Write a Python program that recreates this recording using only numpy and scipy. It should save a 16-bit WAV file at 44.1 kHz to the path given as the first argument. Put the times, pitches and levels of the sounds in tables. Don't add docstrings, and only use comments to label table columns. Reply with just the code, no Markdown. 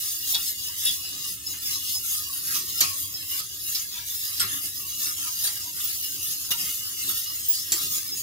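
import sys
import numpy as np
from scipy import signal
from scipy.fft import rfft, irfft
from scipy.io import wavfile
from scipy.ndimage import uniform_filter1d

SR = 44100
rng = np.random.default_rng(int(sys.argv[2]) if len(sys.argv) > 2 else 0)


def store_pcm(level_fs):
    pcm = np.round(np.clip(level_fs, -1, 1) * 32767).astype(np.int16)
    wavfile.write(sys.argv[1], SR, np.atleast_2d(pcm).T)


N = 362502
T = np.arange(N) / SR
HAND_T = T[::64]


def from_db(db):
    return 10 ** (np.asarray(db) / 20)


def unit(x):
    return x / np.sqrt(np.mean(x ** 2) + 1e-20)


def read(points, hz):
    f, value = np.transpose(points)
    return np.interp(np.log(hz + 1), np.log(f + 1), value)


def add(mix, s, sound):
    part = mix[..., max(round(s * SR), 0):][..., :sound.shape[-1]]
    part += sound[..., :part.shape[-1]]


def through(x, response):
    return signal.fftconvolve(np.atleast_2d(x), np.atleast_2d(response), axes=1)[:, :x.shape[-1]]


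def wander(rate_hz):
    knots = rng.standard_normal(2048)
    return unit(np.interp(T * rate_hz, np.arange(len(knots)), knots))


def click(points, modes=(), size=4096):
    hz = np.fft.rfftfreq(size, 1 / SR)
    power = from_db(read(points, hz)) ** 2
    for f, width, db in modes:
        power = power + from_db(db) ** 2 / (1 + ((hz - f) / width) ** 2) ** 2
    cepstrum = irfft(np.log(power) / 2)
    cepstrum[1:size // 2] *= 2
    cepstrum[size // 2 + 1:] = 0
    response = irfft(np.exp(rfft(cepstrum)))
    return response / np.linalg.norm(response)


def slips(per_s, spread_db, size):
    strength = from_db(spread_db * np.minimum(rng.exponential(1, size), 4))
    sign = rng.choice([-1, 1], size)
    happens = rng.random(size) < per_s / SR
    return unit(strength * sign * happens)


def bounces(echo, span_s=.007, count=14):
    paths = np.zeros((2, 1024))
    for side in paths:
        delay = rng.random(count)
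        side[rng.integers(0, 16)] = 1
        at = np.minimum(16 + delay * span_s * SR, len(side) - 1).astype(int)
        side[at] += echo * rng.choice([-1, 1], count) * np.exp(-delay)
    return paths / np.linalg.norm(paths, axis=1, keepdims=True)


# frequency in Hz, level in dB.
RUMBLE_COLOUR = [(20, -30), (40, -12.5), (62, -4.5), (85, 0), (115, -5.5), (160, -14.5), (215, -26),
                 (320, -15), (500, -42.5), (2000, -61), (16000, -55)]


def background():
    air = rng.standard_normal((2, N))
    noise = through(air + 0.49 * air[::-1], click(RUMBLE_COLOUR))
    rumble = unit(noise * from_db(0.43 * wander(rate_hz=12)))
    hum = unit(np.sin(2 * np.pi * 100.5 * T + 0.33 * wander(rate_hz=4.0)))
    return from_db(-56.5) * rumble + from_db(-64.5) * hum


# frequency in Hz, free t60 in seconds, relative level in dB.
POT_MODES = [(1100, 0.3, 5.5), (1235, 0.19, 6), (1268, 0.4, -3.5), (1378, 0.2, 4), (1630, 0.35, 0.5),
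             (1835, 0.39, 2), (1910, 0.26, 0.5), (1960, 0.17, 2), (2100, 0.25, 6), (2154, 0.34, -4),
             (2313, 0.4, 7.5), (2550, 0.23, 6.5), (2716, 0.28, 12), (3180, 0.21, 10), (3320, 0.23, 7),
             (3450, 0.12, 5), (3780, 0.11, 8.5), (3840, 0.089, 1)]
PRESSED_RING_SHARE = 0.45


def pot_modes(ring_share):
    t = np.arange(SR // 2) / SR
    swell = (1 - np.exp(-t / 0.00094)) ** 2
    waves = []
    for hz, t60, db in POT_MODES:
        decay = from_db(db - 60 * t / (t60 * ring_share)) / np.sqrt(t60)
        waves.append(decay * np.exp(2j * np.pi * hz * t))
    return swell * np.array(waves)


# frequency in Hz, level in dB.
WALL_COLOUR = [(500, -45), (640, -10), (850, -24), (1010, -13), (1110, -4.5), (1220, 0.5), (1370, -5),
               (1510, 2), (1680, 3.5), (1830, -0.5), (2200, 0.5), (2390, -36), (2650, -20), (3200, -24),
               (6000, -27)]


def pot_ring(pot, spread_db, ring_db, knock_db):
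    phase = np.exp(2j * np.pi * rng.random((2, len(POT_MODES))))
    left, right = phase * from_db(spread_db * rng.standard_normal(len(POT_MODES)))
    ring = (np.array([left, right - 0.35 * left]) @ pot).imag
    ring *= from_db(ring_db) * np.sqrt(2) / np.linalg.norm(ring)
    knock = through(click(WALL_COLOUR, size=2048), bounces(echo=1.0, span_s=.004))
    add(ring, 0, from_db(knock_db) * knock)
    return ring


def touch(modes, spread_db, detune):
    hz, width, db = np.transpose(modes)
    pull, luck = rng.standard_normal((2, len(hz)))
    return zip(hz * (1 + detune * pull), width, db + spread_db * luck)


PUSH_POINT = 1.54


def push(s, rise, fall):
    u = HAND_T - s
    return np.exp(-np.minimum(np.abs(u / np.where(u < 0, rise, fall)) ** PUSH_POINT, 20))


# time of greatest force in
# seconds, rise in seconds, fall in seconds, level in dB, bite (rasp) relative in dB, wall drone relative in dB.
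SWEEPS = [(0.068, 0.26, 0.17, -30, -1.5, -21.5), (0.317, 0.052, 0.04, -26, -2.5, -28),
          (0.491, 0.23, 0.051, -28, -1.5, -18.5), (0.679, 0.16, 0.022, -32.5, 2, -17.5),
          (0.899, 0.2, 0.099, -29.5, -0.5, -17.5), (1.024, 0.047, 0.12, -38.5, 3, -32),
          (1.239, 0.2, 0.072, -38, 5.5, -10), (1.334, 0.15, 0.03, -32, -4, -24),
          (1.516, 0.061, 0.044, -33, -3, -25), (1.678, 0.091, 0.035, -33, -4, -15.5),
          (1.73, 0.11, 0.1, -30, -0.5, -21.5), (1.947, 0.12, 0.04, -30.5, -0.5, -20),
          (2.134, 0.15, 0.073, -29, -7, -23), (2.191, 0.26, 0.19, -43, 8, -10.5),
          (2.392, 0.28, 0.019, -34.5, -6.5, -18), (2.565, 0.19, 0.069, -27, -4, -20),
          (2.7, 0.054, 0.22, -31.5, 1, -16.5), (2.85, 0.072, 0.1, -30.5, 2.5, -13.5),
          (2.998, 0.043, 0.16, -32, -5, -31), (3.222, 0.29, 0.028, -48.5, 6.5, -4.5),
          (3.393, 0.045, 0.28, -43.5, 4.5, -16), (3.397, 0.13, 0.01, -28, -2, -16.5),
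          (3.696, 0.087, 0.14, -28.5, -4.5, -22), (3.76, 0.054, 0.075, -39.5, 11, -8),
          (3.95, 0.041, 0.066, -37.5, 5, -8), (4.113, 0.063, 0.62, -32.5, -2, -20.5),
          (4.242, 0.022, 0.051, -37.5, 2.5, -12.5), (4.419, 0.068, 0.039, -30.5, 0, -19),
          (4.57, 0.27, 0.026, -35, -1.5, -8), (4.651, 0.088, 0.038, -32, -2, -15.5),
          (4.922, 0.29, 0.18, -33, -2.5, -18), (5.031, 0.041, 0.077, -27.5, -1.0, -15),
          (5.272, 0.3, 0.041, -32.5, -1.5, -18), (5.445, 0.18, 0.23, -30.5, -2, -20.5),
          (5.673, 0.15, 0.042, -38, 3, -13), (5.801, 0.065, 0.12, -30, -2.5, -14.5),
          (5.885, 0.093, 0.098, -32.5, -2, -22), (6.05, 0.19, 0.041, -34, -1.5, -24),
          (6.325, 0.23, 0.037, -29, -2, -21.5), (6.421, 0.08, 0.13, -34.5, -1, -24),
          (6.625, 0.12, 0.1, -29.5, 0.5, -16), (6.701, 0.032, 0.34, -32, 0, -20.5),
          (6.923, 0.055, 0.019, -43, -6.0, -6.5), (7.086, 0.15, 0.23, -29, -1, -19),
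          (7.316, 0.06, 0.16, -47, -8, -2), (7.55, 0.2, 0.038, -30.5, -1.5, -25),
          (7.582, 0.025, 0.17, -36.5, 1.5, -16), (7.839, 0.13, 0.042, -29, -1, -13),
          (7.976, 0.17, 0.037, -27, -1.5, -22), (8.028, 0.12, 0.19, -35.0, -0.5, -11.5),
          (8.193, 0.03, 0.056, -31.5, -1, -22.5)]
DRAG_FIZZ_DB, DRAG_RASP_DB, DRAG_WALL_DB = -42, -41, -58.5
SWEEP_FIZZ_DB, SWEEP_RASP_DB, SWEEP_WALL_DB = -1, -1, 2
TREMOR_DB, TREMOR_HZ = 1.03, 22.29


def pressure():
    power = from_db([[DRAG_FIZZ_DB], [DRAG_RASP_DB], [DRAG_WALL_DB]]) ** 2
    for s, rise, fall, db, bite_db, wall_db in SWEEPS:
        layers_db = [[SWEEP_FIZZ_DB], [SWEEP_RASP_DB + bite_db], [SWEEP_WALL_DB + wall_db]]
        gains = from_db(db) * from_db(layers_db)
        power = power + (gains * push(s, rise, fall)) ** 2
    tremor = from_db(TREMOR_DB * wander(rate_hz=TREMOR_HZ))
    return [tremor * np.interp(T, HAND_T, gain) for gain in np.sqrt(power)]


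def twang(hz, t60):
    t = np.arange(SR // 8) / SR
    cluster = hz * (1 + .022 * rng.standard_normal(size=(5, 1)))
    tones = np.sin(2 * np.pi * (cluster * t + rng.random(cluster.shape)))
    ring = tones.sum(0) * from_db(-60 * t / t60)
    return ring / np.linalg.norm(ring)


# frequency in Hz, width in Hz, relative level in dB.
WIRE_LOW_MODES = [(2879, 52, 4), (3180, 35, -3), (3344, 8.3, 0), (3556, 24, 1.5), (3845, 37, 0),
                  (3900, 50, -10.5), (4670, 95, -2.5), (5125, 40, 7), (5140, 21, 1.5), (6430, 140, -1.5),
                  (6784, 180, -1.5)]
WIRE_HIGH_MODES = [(8710, 55, -4.5), (10080, 88, -2), (10900, 124, 4.5), (11860, 72, 6), (11760, 220, 3.5),
                   (13600, 160, 7.5), (13600, 140, -11), (15500, 93, -8), (15620, 70, -8)]
# frequency in Hz, level in dB.
FIZZ_COLOUR = [(3000, -67.5), (6500, -5.5), (8000, -5.5), (10000, -2), (11500, 2), (12400, 1), (13100, -3),
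               (14300, -2.5), (15000, 4), (16000, -6)]
RASP_COLOUR = [(1200, -86), (2400, -10), (2620, -5.5), (2850, -8), (3100, -2), (3500, -4), (4000, -1),
               (4300, 2), (4700, 0), (5750, 2), (6600, -5), (7600, -13), (8300, -7.5), (14000, -63.5)]
FLICKS_PER_S, FLICK_DB, FLICK_T60_S = 55, -12.5, 0.25


def flicks(count=40):
    wires, out = WIRE_LOW_MODES + WIRE_HIGH_MODES, np.zeros((2, N))
    tick = from_db(-4.0) * click(RASP_COLOUR, size=1024) + from_db(-0.5) * click(FIZZ_COLOUR, size=1024)
    for k in range(count):
        hz, _, db = wires[k % len(wires)]
        sound = from_db(db - 1) * twang(hz, FLICK_T60_S)
        add(sound, 0, tick)
        sound = through(sound, bounces(echo=0.75))
        for when, luck in rng.random((round(FLICKS_PER_S * N / SR / count), 2)):
            add(out, when * N / SR, from_db(-9 * luck) * sound)
    return unit(out)


def scrape(pot, count=176, size=4608):
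    fizz_gain, rasp_gain, wall_gain = pressure()
    chatter = unit(from_db(0.16 * wander(rate_hz=170)))
    fizz, rasp, wall = np.zeros((3, 2, N))
    for start in np.linspace(-size / 2, N - size / 2, count).astype(int):
        at = np.arange(max(start, 0), min(start + size, N))
        force = np.sin(np.pi * (at - start) / size) * np.sqrt(2 * N / (count * size))
        grit = force * chatter[at] * slips(per_s=4200, spread_db=1.0, size=size)[:len(at)]
        grit = np.pad(grit, (0, 1024))
        landing_s = at[0] / SR
        paths = bounces(echo=0.62, span_s=.005)
        fizz_slip = click(FIZZ_COLOUR, touch(WIRE_HIGH_MODES, spread_db=0.5, detune=0.0056), size=1024)
        rasp_slip = click(RASP_COLOUR, touch(WIRE_LOW_MODES, spread_db=2.5, detune=0.0038), size=2048)
        add(fizz, landing_s, through(grit, through(fizz_slip, paths)))
        add(rasp, landing_s, through(grit, through(rasp_slip, paths)))
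        bumps = force * wall_gain[at] * slips(per_s=700, spread_db=2.0, size=size)[:len(at)]
        ring = pot_ring(pot, spread_db=7.5, ring_db=-0.5, knock_db=-6.0)
        add(wall, landing_s, signal.fftconvolve(bumps[None], ring, axes=1))
    rasp *= from_db([[.6], [-.6]])
    flicking = from_db(FLICK_DB) * np.hypot(fizz_gain, rasp_gain) * flicks()
    fizzing = from_db(2.0) * fizz_gain * unit(fizz)
    rasping = from_db(-2.15) * rasp_gain * unit(rasp)
    return fizzing + rasping + wall + flicking


# centre in seconds, length in
# seconds.
LULLS = [(0.097, 0.041), (0.52, 0.19), (0.975, 0.09), (1.3, 0.23), (1.752, 0.16), (2.15, 0.15), (2.7, 0.12),
         (3.0, 0.14), (3.297, 0.071), (3.78, 0.14), (4.2, 0.26), (4.7, 0.21), (5.038, 0.18), (5.39, 0.06),
         (5.847, 0.066), (6.287, 0.086), (6.783, 0.072), (7.1, 0.3), (7.603, 0.16), (8.053, 0.063)]


def lull_depth():
    depth = sum(np.exp(-np.minimum((2 * (HAND_T - s) / length) ** 4, 20)) for s, length in LULLS)
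    return np.interp(T, HAND_T, np.minimum(depth, 1))


PATS_PER_S, PATS_TOP_DB, PATS_RANGE_DB, LULL_QUIET_DB = 48, -57.5, 14.5, 5
PAT_PEAK_S, PAT_LOW_HZ, PAT_HIGH_HZ = 0.01, 458, 1067
PAT_CHIRP_PER_S = 0.86


def pats():
    t, out = np.arange(SR // 8) / SR, np.zeros((2, N))
    swell = (t / PAT_PEAK_S) ** 2 * np.exp(2 - 2 * t / PAT_PEAK_S)
    for when, pitch, luck, side in rng.random((round(PATS_PER_S * N / SR), 4)):
        hz = PAT_LOW_HZ * (PAT_HIGH_HZ / PAT_LOW_HZ) ** pitch
        turns = hz * t * (1 + PAT_CHIRP_PER_S * t) + side * np.array([[0], [.5]])
        plop = swell * np.sin(2 * np.pi * turns)
        add(out, when * N / SR, from_db(PATS_TOP_DB - PATS_RANGE_DB * luck) * plop)
    return from_db(-LULL_QUIET_DB * lull_depth()) * out


# frequency in Hz, share.
MOTTLE_SHARE = [(600, .6), (1300, 1.1), (3000, 1), (4500, .8), (7000, .5), (12000, .25)]
MOTTLE_DB, MOTTLE_HZ, MOTTLE_S = 2.7, 90, .055


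def mottle(hz, frames, frame_s):
    field = rng.standard_normal((frames, len(hz))).T
    for _ in range(2):
        field = uniform_filter1d(field, round(MOTTLE_HZ / hz[1]), axis=0)
        field = uniform_filter1d(field, round(MOTTLE_S / frame_s), axis=1)
    field = unit(field)
    cut_db = MOTTLE_DB * read(MOTTLE_SHARE, hz)[:, None] * (field + np.maximum(field, 0))
    return cut_db + 10 * np.log10(np.mean(from_db(-cut_db) ** 2, axis=1, keepdims=True))


# frequency in Hz, width in Hz, typical depth in dB, extra depth in
# a lull in dB.
DIPS = [(860, 135, 6, 20), (1520, 80, 14, 14), (2400, 90, 14, 12), (3130, 75, 10, 4), (4360, 110, 8, 3),
        (5760, 160, 7, 2), (8200, 180, 5, 0), (12600, 180, 4, 0), (14350, 180, 4, 0)]
DIP_RATE_HZ, DIP_DRIFT_WIDTHS, DIP_SWING_SHARE = 8, .45, .9


def spectral_dips(x):
    hz, t, z = signal.stft(x, SR, nperseg=1024, noverlap=768)
    cut_db = mottle(hz, len(t), t[1])
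    lull = np.interp(t, T, lull_depth())
    for centre, width, depth_db, lull_db in DIPS:
        drift, depth = (np.interp(t, T, wander(rate_hz=DIP_RATE_HZ)) for _ in range(2))
        away = ((hz[:, None] - centre - DIP_DRIFT_WIDTHS * width * drift) / width) ** 2
        dip_db = depth_db * np.maximum(1 + DIP_SWING_SHARE * depth, 0) + lull_db * lull
        cut_db += dip_db / (1 + away * away * away)
    return signal.istft(z * from_db(-cut_db), SR, nperseg=1024, noverlap=768)[1][:, :N]


# peak time in seconds, length in seconds, level in dB.
HEAVES = [(0.398, 0.099, -52), (0.496, 0.059, -62), (0.68, 0.05, -61), (0.9, 0.06, -51.5),
          (1.16, 0.17, -53), (1.32, 0.086, -54), (1.5, 0.08, -55), (1.693, 0.12, -56), (1.97, 0.06, -61),
          (2.223, 0.18, -65), (2.593, 0.34, -52), (2.73, 0.06, -56), (2.878, 0.08, -53.5), (3.4, 0.06, -56),
          (3.72, 0.063, -67), (4.162, 0.07, -64), (4.448, 0.1, -50), (4.55, 0.08, -48), (4.658, 0.05, -55),
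          (4.852, 0.06, -60), (5.057, 0.16, -54.5), (5.227, 0.11, -57), (5.473, 0.16, -61),
          (5.756, 0.059, -54.5), (5.91, 0.052, -56), (6.153, 0.072, -52.5), (6.3, 0.052, -52),
          (6.63, 0.16, -51.5), (6.77, 0.06, -61), (6.94, 0.06, -58), (7.095, 0.13, -50),
          (7.323, 0.041, -60), (7.494, 0.067, -65), (7.742, 0.046, -44), (7.863, 0.11, -47.5),
          (7.965, 0.074, -54.5), (8.148, 0.12, -54)]
# frequency in Hz, level in dB.
SAUCE_COLOUR = [(50, -25.5), (110, 5.5), (180, 5.5), (228, -14.5), (275, 6), (330, 1), (400, 2),
                (480, -24.5), (600, -39), (1500, -50), (4000, -74)]
# frequency in Hz, width in Hz, level in dB.
BODY_MODES = [(176.6, 8.3, 9), (197.6, 8, 7), (273.4, 8, 12.5), (335.6, 11, 6), (386.5, 11.7, 5.5)]
CHURN_DB, CHURN_SWING_DB = -60.5, 1.5


def churn():
    stirring = from_db(CHURN_DB + CHURN_SWING_DB * wander(rate_hz=13))
    heaving = sum((from_db(db) * push(s, length / 2, length / 2)) ** 2 for s, length, db in HEAVES)
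    gain = np.sqrt(stirring ** 2 + np.interp(T, HAND_T, heaving))
    lumps = np.array([slips(per_s=490, spread_db=2.0, size=N) for _ in range(2)])
    colour = click(SAUCE_COLOUR, BODY_MODES, size=16384)
    return gain * unit(through(lumps + 0.31 * lumps[::-1], colour))


# start in seconds, length in seconds, pitch in Hz,
# relative level in dB.
SQUEAKS = [(0.226, 0.02, 2860, -35.5), (0.331, 0.03, 3670, -29), (0.336, 0.04, 3370, -27),
           (0.6, 0.03, 5220, -40), (0.672, 0.03, 5070, -33.5), (0.849, 0.021, 5100, -25),
           (0.857, 0.067, 3440, -25.5), (0.859, 0.034, 3770, -25), (0.879, 0.035, 3290, -31),
           (1.03, 0.076, 5120, -39), (1.235, 0.04, 2800, -37), (1.235, 0.08, 5260, -38),
           (1.462, 0.017, 5170, -25), (1.649, 0.02, 5140, -29), (1.657, 0.032, 5280, -30),
           (1.86, 0.035, 5130, -33), (1.937, 0.052, 5130, -27), (3.14, 0.027, 5130, -28),
           (3.17, 0.06, 5110, -39), (3.915, 0.035, 5140, -35), (4.138, 0.034, 15600, -30),
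           (4.335, 0.021, 5200, -37), (4.398, 0.032, 5270, -25), (4.755, 0.045, 5120, -38),
           (5.428, 0.025, 15590, -30), (5.61, 0.037, 5200, -35), (5.838, 0.022, 15400, -21),
           (6.03, 0.053, 5240, -32), (6.435, 0.04, 5250, -36), (6.508, 0.03, 2860, -28),
           (6.606, 0.027, 2840, -33.5), (6.85, 0.05, 5180, -35), (7.27, 0.05, 5200, -30.5),
           (7.482, 0.038, 15500, -13), (7.832, 0.022, 2850, -35), (8.075, 0.022, 5150, -32),
           (8.115, 0.037, 5200, -26)]
SQUEAK_WAVER_HZ, SQUEAK_RELEASE_S = 18, .01


def squeaks():
    out = np.zeros((2, N))
    for s, length, hz, db in SQUEAKS:
        t = np.arange(int((length + 0.17) * SR)) / SR
        waver, flutter = (unit(uniform_filter1d(rng.standard_normal(len(t)), size=200)) for _ in range(2))
        release = np.exp(-np.maximum(t - 0.75 * length, 0) / SQUEAK_RELEASE_S)
        swell = np.minimum(t / 0.0061, 1) * release
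        turns = np.cumsum(hz + SQUEAK_WAVER_HZ * waver) / SR
        tone = swell * from_db(0.54 * flutter) * np.sin(2 * np.pi * turns)
        add(out, s, from_db(db - 1) * np.array([tone, np.roll(tone, rng.integers(1, 9))]))
    return out


# time in seconds, length in seconds, relative level in dB,
# pitch of the trapped air in Hz.
SLAPS = [(0.33, 0.048, -53, 714), (0.364, 0.037, -42, 850), (0.695, 0.036, -49, 980),
         (0.888, 0.061, -53.5, 650), (1.118, 0.19, -59, 630), (1.54, 0.12, -58, 880),
         (1.969, 0.018, -45, 840), (2.838, 0.048, -42.5, 757), (2.925, 0.13, -57.5, 570),
         (3.164, 0.042, -60, 750), (3.379, 0.052, -53, 1060), (3.988, 0.087, -52, 940),
         (4.462, 0.33, -64, 696), (5.197, 0.028, -51, 860), (5.288, 0.046, -44, 990),
         (5.482, 0.098, -51, 875), (5.673, 0.063, -47, 960), (6.538, 0.064, -44, 945),
         (6.618, 0.041, -50, 690), (7.119, 0.043, -55, 596), (7.758, 0.049, -48, 915),
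         (7.85, 0.06, -56, 670)]
# frequency in Hz, level in dB.
SLAP_COLOUR = [(300, -35), (480, -41), (550, -26), (680, 8.5), (740, -38), (850, -31), (950, 14),
               (1100, -1), (1500, -39), (4000, -56)]


def slaps():
    out = np.zeros((2, N))
    for s, length, db, hz in SLAPS:
        t = np.arange(-SR // 6, SR // 6) / SR
        drops = np.array([slips(per_s=760, spread_db=-1.0, size=len(t)) for _ in range(2)])
        pocket = click(SLAP_COLOUR, [(hz, 55, 16)])
        add(out, s - .17, from_db(db - 5.5) * through(drops * np.exp(-2 * (t / length) ** 2), pocket))
    return out * from_db([[1.8], [-1.8]])


# thud in
# dB, wall clank in dB, fizz in dB; wall pitch in Hz, wire pitch in Hz, rattle time constant in seconds,
# after-ring level in dB.
CLASHES = [(0.344, -9, -49, -28, -36, 1580, 3590, 0.019, -50),
           (0.849, -20.5, -48, -17, -7.5, 1900, 5260, 0.021, -62),
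           (0.866, -18.5, -51, -28, -34, 1900, 3510, 0.034, -61),
           (1.532, -34, -35, -4, -25, 1470, 2700, 0.024, -60),
           (2.543, -14, -49, -25.5, -27, 1120, 5950, 0.048, -46),
           (2.805, -3.5, -33.5, -20, -16.5, 2320, 6930, 0.011, -38.5),
           (2.816, -8, -28, -28, -34, 1100, 4860, 0.015, -43),
           (2.832, -15.5, -26, -16, -25, 2430, 2790, 0.014, -47),
           (3.39, -18.5, -39, -17.5, -19, 1240, 5100, 0.02, -54.5),
           (3.7485, -14, -53, -29, -16.5, 1630, 5100, 0.018, -50),
           (4.372, -22, -43.5, -23, -43, 1800, 4000, 0.02, -60),
           (4.3971, -10.5, -38, -10, -13, 1400, 5200, 0.0095, -48),
           (4.409, -14.5, -33, -13.5, -11.5, 1700, 5300, 0.017, -38),
           (4.425, -21, -34, -2, -20, 1200, 3980, 0.028, -42.5),
           (5.058, -19, -50, -8, -23, 2180, 3980, 0.0061, -52),
           (5.437, -15, -32, -19, -12, 1700, 4020, 0.03, -56),
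           (5.469, -16.5, -34, -24, -15, 1800, 4720, 0.013, -47),
           (6.506, -9.5, -25, -16, -13, 1980, 3850, 0.014, -56),
           (6.5128, -12, -31, -26, -19, 1230, 2870, 0.014, -54),
           (7.084, -21.5, -40, -13.5, -6.5, 1330, 3420, 0.046, -51),
           (7.7196, -8, -27, -21.5, -16.5, 1920, 7300, 0.017, -51)]
# frequency in Hz, level in dB.
THUD_COLOUR = [(30, -19), (70, 0), (170, 10), (230, -1), (350, 7), (550, -2), (850, 0.5), (2500, -8),
               (8000, -51)]
CLASH_RISE_S = 0.00022
TWANG_DB, TWANG_T60_S = -18, 0.052
WALL_LAG_S = .004


def clashes(pot):
    t = np.arange(SR // 2) / SR
    out = np.zeros((2, N))
    for s, db, thud_db, wall_db, fizz_db, wall_hz, wire_hz, length, _ in CLASHES:
        envelope = np.exp(-t / length) * (1 - np.exp(-t / CLASH_RISE_S))
        strikes = slips(per_s=1800, spread_db=-0.5, size=len(t)) * envelope
        strikes *= np.sqrt(length * SR / 2) / (np.linalg.norm(strikes) + 1e-9)
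        crack = from_db(-11.5) * click(RASP_COLOUR, [(wire_hz, 380, 5)])
        fizz = click(FIZZ_COLOUR, touch(WIRE_HIGH_MODES, spread_db=14.0, detune=0.039))
        crack += from_db(fizz_db + 6.5) * fizz
        add(crack, 0, from_db(TWANG_DB) * twang(wire_hz, TWANG_T60_S))
        add(out, s, from_db(db) * through(strikes, through(crack, bounces(echo=0.57))))
        wall = pot_ring(pot, spread_db=4.0, ring_db=-8.0, knock_db=-19.0)
        patch = through(click(WALL_COLOUR, [(wall_hz, 90, 13)]), bounces(echo=1.0))
        add(wall, 0, from_db(-6.0) * patch)
        add(out, s + WALL_LAG_S, from_db(db + wall_db - 2.0) * through(strikes, wall))
        add(out, s, from_db(db + thud_db - 5.0) * through(strikes, click(THUD_COLOUR)))
    return out


AFTER_RING_SLOPE_DB_PER_OCTAVE, AFTER_RING_RISE_S = 19, .008


def after_rings(pot):
    out, hz = np.zeros((2, N)), np.transpose(POT_MODES)[0]
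    swell = 1 - np.exp(-T[:pot.shape[1]] / AFTER_RING_RISE_S)
    for s, *_, wall_hz, _, _, db in CLASHES:
        weight = from_db(-AFTER_RING_SLOPE_DB_PER_OCTAVE * np.abs(np.log2(hz / wall_hz)))
        phase, lead = rng.random((2, len(POT_MODES)))
        turns = np.array([phase, phase + .15 + .2 * lead])
        ring = swell * ((weight * np.exp(2j * np.pi * turns)) @ pot).imag
        add(out, s + WALL_LAG_S, from_db(db) * ring / ring[:, :SR // 20].std())
    return out


# peak time in seconds, length in seconds, level in dB.
BOOMS = [(2.88, 0.07, -48.5), (3.04, 0.068, -50.5), (4.47, 0.13, -48), (7.88, 0.089, -61)]
HOB_HZ, HOB_WAVER_HZ = 98, 8.7


def booms():
    gain = sum(from_db(db) * push(s, length / 2, length / 2) for s, length, db in BOOMS)
    hz = HOB_HZ + HOB_WAVER_HZ * wander(rate_hz=40)
    return np.interp(T, HAND_T, gain) * unit(np.sin(2 * np.pi * np.cumsum(hz) / SR))


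# frequency in Hz, t60 in seconds.
KITCHEN_T60 = [(100, 0.28), (1000, 0.032), (4000, 0.17), (15000, 0.047)]


def kitchen(x):
    taps = rng.choice([-1, 1], (2, SR // 2)) * (rng.random((2, SR // 2)) < 3000 / SR)
    taps[:, :round(.006 * SR)] = 0
    hz, t, z = signal.stft(taps, SR, nperseg=256)
    decay = from_db(-60 * t / read(KITCHEN_T60, hz)[:, None])
    tail = signal.istft(z * decay, SR, nperseg=256)[1]
    return through(x, tail / np.linalg.norm(tail[0]))


def scene():
    pressed = pot_modes(PRESSED_RING_SHARE)[:, :SR // 6]
    stirring = spectral_dips(scrape(pressed) + pats())
    sauce = churn() + slaps()
    whisk = stirring + sauce + squeaks() + clashes(pressed) + after_rings(pot_modes(1)) + booms()
    return whisk + from_db(-13.0) * kitchen(whisk) + background()


EDGE_HZ = 15790


def record(dry):
    lowpass = signal.firwin(1023, EDGE_HZ, window=("kaiser", 9), fs=SR)
    return signal.oaconvolve(dry, lowpass[None], "same")


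dry = scene()
out = record(dry)
store_pcm(out)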